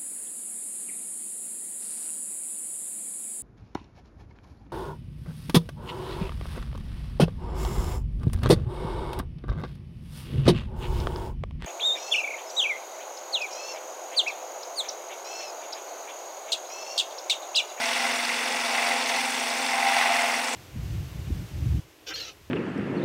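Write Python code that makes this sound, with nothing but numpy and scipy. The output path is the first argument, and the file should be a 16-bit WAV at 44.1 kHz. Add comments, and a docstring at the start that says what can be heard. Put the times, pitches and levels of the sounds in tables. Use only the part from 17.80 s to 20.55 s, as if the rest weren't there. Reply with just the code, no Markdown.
"""A pulsing metallic rasp over a wavering ring: a drill press mills a plate with a four-flute cutter.
Each flute strikes and scrapes, exciting the resonances of the plate in its vise. Column, vise and
bench vibrate at multiples of the spindle rate, column and vise swelling as the feed presses harder.
The motor hums beneath, chips tinkle off, and hard bites and tooth ticks ring out briefly.
A small microphone close by drops the deep bass."""
import sys
import numpy as np
from scipy import signal
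from scipy.fft import rfft, irfft
from scipy.io import wavfile
from scipy.ndimage import uniform_filter1d

SR = 44100
rng = np.random.default_rng(int(sys.argv[2]) if len(sys.argv) > 2 else 0)


def int16_out(signal):
    """Quantize to a 16-bit WAV file."""
    q = np.round(np.clip(np.atleast_2d(signal).T, -1, 1) * 32767)
    wavfile.write(sys.argv[1], SR, q.astype(np.int16))


N = 121275

SPINDLE_HZ, FIRST_FLUTE_S = 21.92, .0235
PING_SAMPLES = 2000
# ringing of the machine: (time [s], column level [dB], vise level [dB], run-out level [dB])
RING_LEVELS = [(0.0, -48, -35, -37.5), (0.12, -62, -70, -37), (0.14, -46, -59, -64),
               (0.24, -32.5, -40, -41), (0.45, -60, -40, -47), (0.48, -55, -61, -55), (0.54, -57, -56, -49),
               (0.6, -50, -69, -43), (0.69, -38, -47, -50), (0.76, -46, -39, -41), (0.8, -39, -56, -50),
               (0.84, -58, -45, -41), (0.91, -35, -37, -40.5), (1.09, -33, -34.5, -38.5),
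               (1.19, -32.5, -48, -56), (1.25, -42, -46, -37.5), (1.36, -32, -45, -39),
               (1.39, -37, -73, -54), (1.48, -35.5, -54, -42), (1.51, -42.5, -57, -44),
               (1.71, -44, -37.5, -41), (1.81, -37.5, -47, -44), (1.83, -33.5, -48, -51),
               (1.88, -41, -63, -54), (1.94, -31, -40, -48), (2.01, -32, -44, -41), (2.07, -24.5, -32, -44),
               (2.14, -29.5, -42, -36), (2.17, -23.5, -29.5, -45), (2.24, -29, -37, -37),
               (2.29, -26.5, -33, -36), (2.4, -39.5, -35, -41), (2.44, -30.5, -34, -33),
               (2.63, -41, -45, -47), (2.67, -39, -51, -42), (2.75, -43, -47, -52)]


def amp(db):
    """Decibels to amplitude."""
    return 10 ** (np.asarray(db) / 20)


def unit_rms(x):
    """Normalisation to rms 1."""
    return x / np.sqrt(np.mean(abs(x) ** 2) + 1e-20)


def curve(table, column):
    """Linear interpolation of one column over time."""
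    table = np.array(table)
    return np.interp(np.arange(N) / SR, table[:, 0], table[:, column])


def drift(rate_hz):
    """Low-pass noise: a smooth random drift of rms 1."""
    hz = np.fft.rfftfreq(N, 1 / SR)
    return unit_rms(irfft(rfft(rng.standard_normal(N)) * np.exp(-(hz / rate_hz) ** 2), N))


def coloured_noise(spectrum, patch_db):
    """Spectral shaping: noise of rms 1 whose level varies in patches of time and frequency."""
    frames, bin_hz = N // 256 + 5, np.fft.rfftfreq(1024, 1 / SR)
    real, imag, patches = rng.standard_normal((frames, 513, 3)).T
    patches = unit_rms(uniform_filter1d(uniform_filter1d(patches, size=14, axis=0), size=6, axis=1))
    hz, db = np.transpose(spectrum)
    colour_db = np.interp(np.log(bin_hz + 1), np.log(hz), db)[:, None]
    bins = (real + 1j * imag) * amp(colour_db + patch_db * patches)
    return unit_rms(signal.istft(bins, nperseg=1024, noverlap=768)[1][:N])


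def resonate(x, hz, width_hz):
    """Resonance: a double pole gives steep skirts and unit gain at the centre."""
    carrier = np.exp(2j * np.pi * hz * np.arange(len(x)) / SR)
    r = np.exp(-np.pi * width_hz / SR)
    return 2 * (carrier * signal.lfilter([(1 - r) ** 2], [1, -2 * r, r * r], x / carrier)).real


def ping(hz, t60):
    """Free vibration: one struck mode decays exponentially."""
    t = np.arange(PING_SAMPLES) / SR
    return np.minimum(t / 0.00034, 1) * amp(-60 * t / t60) * np.sin(2 * np.pi * hz * t)


def impacts(events, t60, modes=((1, 1),)):
    """Modal superposition: each impact rings the modes, given as (frequency ratio, gain)."""
    out = np.zeros(N + PING_SAMPLES)
    for start, db, hz in events:
        ring = sum(gain * ping(hz * ratio, t60) for ratio, gain in modes)
        out[round(start * SR):][:PING_SAMPLES] += amp(db) * ring
    return out[:N]


def turns():
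    """Uniform rotation: the spindle angle in turns."""
    return SPINDLE_HZ * (np.arange(N) / SR - FIRST_FLUTE_S) + 1


def spindle_tones(orders, level_db):
    """Modulation: every fourth order is a flute harmonic; the off-centre cutter adds sidebands."""
    runout_peak, phase_spread = 0.045, .15  # turns
    tones = 0
    for order, db in orders:
        waver = 1 + .13 * (drift(rate_hz=5) + 1j * drift(rate_hz=5))  # in strength and phase
        sideband = (order + 1) % 4 - 1
        slip = (sideband != 0) * phase_spread * rng.standard_normal()
        phase = order * turns() + slip - runout_peak * sideband
        tones += amp(db) * (waver * np.exp(2j * np.pi * phase)).real
    return amp(level_db) * unit_rms(tones)


def machine_ring():
    """Forced vibration: column, vise and cutter run-out sound at multiples of the spindle rate."""
    # partials of each: (spindle order, relative level [dB])
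    column = [(35, -14), (36, 0), (37, -18), (38, -17), (39, -13), (40, -13), (41, -13), (44, -22),
              (48, -17)]
    vise = [(28, -11), (32, 0)]
    runout = [(29, -18), (30, -6), (31, 0)]
    return sum(spindle_tones(orders, curve(RING_LEVELS, k))
               for k, orders in enumerate([column, vise, runout], start=1))


def bench_ring():
    """Structure-borne sound: table and bench carry low spindle orders and a resonant rasp."""
    # bench partials: (spindle order, relative level [dB])
    orders = [(20, -4), (21, -9), (22, -7), (23, -7), (24, 0), (28, -7)]
    # bench vibration: (time [s], level [dB])
    levels = [(0.03, -50.5), (0.14, -45), (0.16, -50), (0.3, -45), (0.46, -50.5), (0.56, -41.5),
              (0.58, -42), (0.67, -46), (0.69, -41.5), (0.78, -46), (1.17, -44), (1.59, -47), (1.84, -45.5),
              (1.94, -47.5), (2.31, -47), (2.72, -44.5)]
    level_db = curve(levels, 1)
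    rasp = unit_rms(resonate(rng.standard_normal(N), hz=509, width_hz=84))
    return spindle_tones(orders, level_db) + amp(level_db - 3) * rasp


def plate(drive, load_db):
    """Modal response of plate and vise; the low modes swell slightly with the load."""
    # resonances: (frequency [Hz], width [Hz], relative level [dB])
    modes = [(683.7, 29, -8), (862, 147, -2.5), (1042, 260, -6), (1428, 550, -3.5), (2040, 348, 0.5),
             (2280, 245, -3.5), (2658, 630, 1), (3430, 124, -15)]
    out = 0
    for k, (hz, width, db) in enumerate(modes):
        swell_db = 0.028 * load_db * (hz < 1200)
        out += (-1) ** k * amp(db + swell_db) * unit_rms(resonate(drive, hz, width))
    return unit_rms(out)


def cutter():
    """Impact and friction: each flute strikes, then scrapes the plate; a sizzle pulses just behind."""
    # uneven bite of the four flutes: (relative level [dB])
    flute_db = [5, 8.5, -4, 4.5]
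    # strike of each flute, two standing proud: (relative level [dB])
    strike_db = [1.5, -2.5, 2, -3]
    # cutting noise: (time [s], scrape level [dB], low sizzle level [dB], high sizzle level [dB])
    levels = [(0.04, -28.5, -34.5, -42), (0.79, -29.5, -37, -43), (1.09, -27.5, -34.5, -40.5),
              (1.27, -30, -35.5, -46), (1.28, -33, -36, -41), (1.3, -26, -30.5, -39),
              (1.31, -29.5, -36.5, -43.5), (1.39, -29, -33, -41), (1.43, -30, -36.5, -41.5),
              (1.82, -30, -36, -42.5), (1.98, -28.5, -36.5, -42), (2.22, -25, -31.5, -39),
              (2.3, -27, -34.5, -43), (2.34, -26, -33.5, -39), (2.64, -30, -39, -42.5),
              (2.7, -31, -37.5, -43)]
    # friction sizzle: (frequency [Hz], relative level [dB])
    spectrum = [(1760, -33), (3000, -1.5), (3190, 0.5), (3490, 9), (4010, 1), (4360, 4), (5080, -1),
                (5750, 2), (7330, -8.5), (7960, -1), (9080, 0), (12700, -13.5), (14500, -12)]
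    rise, decay = 0.36, 0.44  # shares of a flute's pass
    passes, place = np.floor(4 * turns()).astype(int), 4 * turns() % 1
    flute = passes % 4
    scatter = np.clip(rng.standard_normal((passes.max() + 1, 4)), -2, 2)[passes].T
    envelope = np.minimum(place / rise, 1) * np.exp(-place / decay)
    bite = amp(np.array(flute_db)[flute] + 1.8 * scatter) * envelope

    column_db = curve(RING_LEVELS, 1)
    load_db = uniform_filter1d(column_db - column_db.mean(), size=4000)  # follows the column's ring
    strikes = np.diff(passes, prepend=passes[0]) * amp(np.array(strike_db)[flute] + 0.5 * scatter[1])
    friction = (1 + bite[0]) * rng.standard_normal(N)
    drive = unit_rms(friction) + amp(-8.5 + .38 * load_db) * unit_rms(strikes)

    sizzle = coloured_noise([(1500, -23.0)] + spectrum[1:], patch_db=0.5)  # faint up to 1500 Hz
    low_band = signal.oaconvolve(sizzle, signal.firwin(63, 7000, fs=SR), "same")
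    low_sizzle = unit_rms((1 + np.roll(bite[2], 60)) * low_band)
    high_sizzle = unit_rms((1.4 + np.roll(bite[3], 200)) * (sizzle - low_band))
    layers = [plate(drive, load_db), low_sizzle, high_sizzle]
    return sum(amp(curve(levels, k)) * layer for k, layer in enumerate(layers, start=1))


def small_chips():
    """Shot noise: chips break off at random and ring the high modes of cutter and plate."""
    # high modes: (frequency [Hz], relative level [dB])
    modes = [(3400, -11), (4430, -1), (5190, 3.5), (5600, -0.5), (6420, -2.5), (6900, -1.5), (7720, -3),
             (8120, -3), (8840, -10.5), (9760, -11), (11400, -16.5)]
    chips_per_s, detune = 2200, 0.03
    size_db = -39 + 2 * np.minimum(rng.exponential(1, N), 3)
    impulses = amp(size_db) * (rng.random(N) < chips_per_s / SR)
    struck_mode = rng.integers(0, 3 * len(modes), N)
    out = np.zeros(N)
    for k, (hz, db) in enumerate(3 * modes):  # three tunings of each mode
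        tone = amp(db) * ping(hz * (1 + detune * rng.standard_normal()), t60=0.018)
        out += signal.oaconvolve(impulses * (struck_mode == k), tone)[:N]
    return out


def motor():
    """Line and continuous spectra: hum tones over the rumble of motor, belt and bearings."""
    # tones of motor and drive: (frequency [Hz], rms level [dB], waver [dB])
    lines = [(240, -46, .9), (263.4, -50.5, 2.5), (330, -60, 1.5), (350, -62, 1.5), (176, -68, 2),
             (155, -75, 2), (220, -65, 2), (286, -64, 2), (395, -64, 3), (417, -65, 3)]
    # rumble spectrum: (frequency [Hz], relative level [dB])
    rumble = [(30, -62), (60, -62), (100, -60), (140, -40), (190, -12), (290, -4), (400, -8), (560, -6.5),
              (730, 4), (1000, 1), (1300, -17.5), (2000, 0), (3000, -15), (4000, -9.5), (8000, -59)]
    t = np.arange(N) / SR
    hum = sum(np.sqrt(2) * amp(db + waver_db * drift(rate_hz=5)) * np.sin(2 * np.pi * hz * t)
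              for hz, db, waver_db in lines)
    return hum + amp(-41) * coloured_noise(rumble, patch_db=4.4)


def hard_bites():
    """Impulse response: the hardest bites each ring one mode near 2 kHz."""
    # bites: (time [s], level [dB], frequency [Hz])
    events = [(0.0443, -21, 2170), (0.1146, -21, 2130), (0.163, -18.5, 1980), (0.2034, -18, 2000),
              (0.2533, -19, 2040), (0.2887, -23, 2120), (0.297, -22, 2070), (0.345, -20, 2030),
              (0.3905, -22, 2080), (0.399, -18, 2100), (0.4898, -26, 2050), (0.499, -16.5, 2060),
              (0.534, -25, 2150), (0.613, -22.5, 1910), (0.7238, -32, 2100), (0.8649, -26, 2200),
              (0.9812, -14, 2050), (1.0271, -21, 2080), (1.1124, -16.5, 2040), (1.1588, -22, 2020),
              (1.296, -20.5, 2050), (1.3418, -19, 2050), (1.3862, -23, 2050), (1.8906, -23, 2050),
              (1.933, -18, 2100), (1.9814, -21, 2140), (2.0273, -15.5, 2030), (2.0682, -16, 2130),
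              (2.088, -18, 2050), (2.131, -26, 2050), (2.1655, -18, 1930), (2.178, -29, 1910),
              (2.2114, -13, 1970), (2.2253, -14, 1920), (2.2573, -17, 1970), (2.3361, -21, 2040),
              (2.3585, -18, 1770), (2.3885, -17, 2060), (2.4324, -15.5, 2100), (2.4957, -17.5, 2130),
              (2.5416, -16, 2040)]
    return impacts(events, t60=0.027)


def tooth_ticks():
    """Heavy damping: a tooth hits the plate and two modes die within milliseconds."""
    # ticks: (time [s], lower mode level [dB], lower mode frequency [Hz])
    events = [(0.0443, -27, 2730), (0.0907, -25, 3390), (0.116, -16, 2720), (0.1361, -18, 3400),
              (0.159, -17, 2560), (0.18, -22, 3400), (0.205, -23, 2830), (0.2773, -27, 2710),
              (0.408, -23, 2580), (0.4544, -17, 2740), (0.4918, -14, 2550), (0.529, -19, 2760),
              (0.544, -14, 2620), (0.6584, -24, 2820), (0.6799, -20, 2520), (0.8036, -20, 2600),
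              (0.847, -24, 2730), (0.8934, -24, 2790)]
    return impacts(events, t60=.005, modes=[(1, 1), (1.55, amp(-4))])


def large_chips():
    """Beating: a large chip breaks off and rings a close pair of modes."""
    # chips: (time [s], level [dB], frequency between the pair [Hz])
    events = [(.0454, -31, 3370), (.0578, -15, 5600), (0.091, -17, 3250), (0.1352, -17, 3460),
              (0.181, -21, 3400), (0.191, -24, 4900), (.4494, -16, 4770), (.681, -19, 3280),
              (.723, -19, 5400), (.812, -23, 5850), (.836, -26, 5300), (0.85, -21, 4400),
              (0.896, -24, 4530), (.953, -18, 3540), (1.0692, -17, 5190), (1.26, -23, 4370),
              (1.289, -19, 6230), (1.3404, -20, 3700), (1.4594, -21, 8500), (1.505, -22, 9000),
              (1.599, -21, 7900), (1.6444, -29, 8100), (1.69, -25, 7800), (1.7394, -26, 8100),
              (1.7839, -22, 7950), (1.829, -21, 8150), (1.8744, -22, 8160), (1.9344, -26, 8000),
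              (2.0867, -16.5, 5200), (2.166, -21, 5150), (2.211, -19, 4300), (2.3354, -20, 5330),
              (2.4205, -19, 7360), (2.5202, -18, 5200), (2.6455, -26, 8000), (2.69, -23, 8300),
              (2.736, -19, 7550)]
    return impacts(events, t60=0.015, modes=[(0.92, .5), (1.043, .5)])


def scene():
    """Superposition: all sources add in one channel."""
    sustained = machine_ring() + bench_ring() + cutter() + small_chips() + motor()
    return (sustained + hard_bites() + tooth_ticks() + large_chips())[None]


def record(dry):
    """Band limiting: the small microphone drops the deep bass, and the highest treble is cut."""
    thin = signal.sosfilt(signal.butter(4, 130, "highpass", fs=SR, output="sos"), dry)
    lowpass = signal.firwin(1023, 15730, window=("kaiser", 10), fs=SR)
    return signal.oaconvolve(thin, lowpass[None], "same")


dry = scene()
out = record(dry)
int16_out(out)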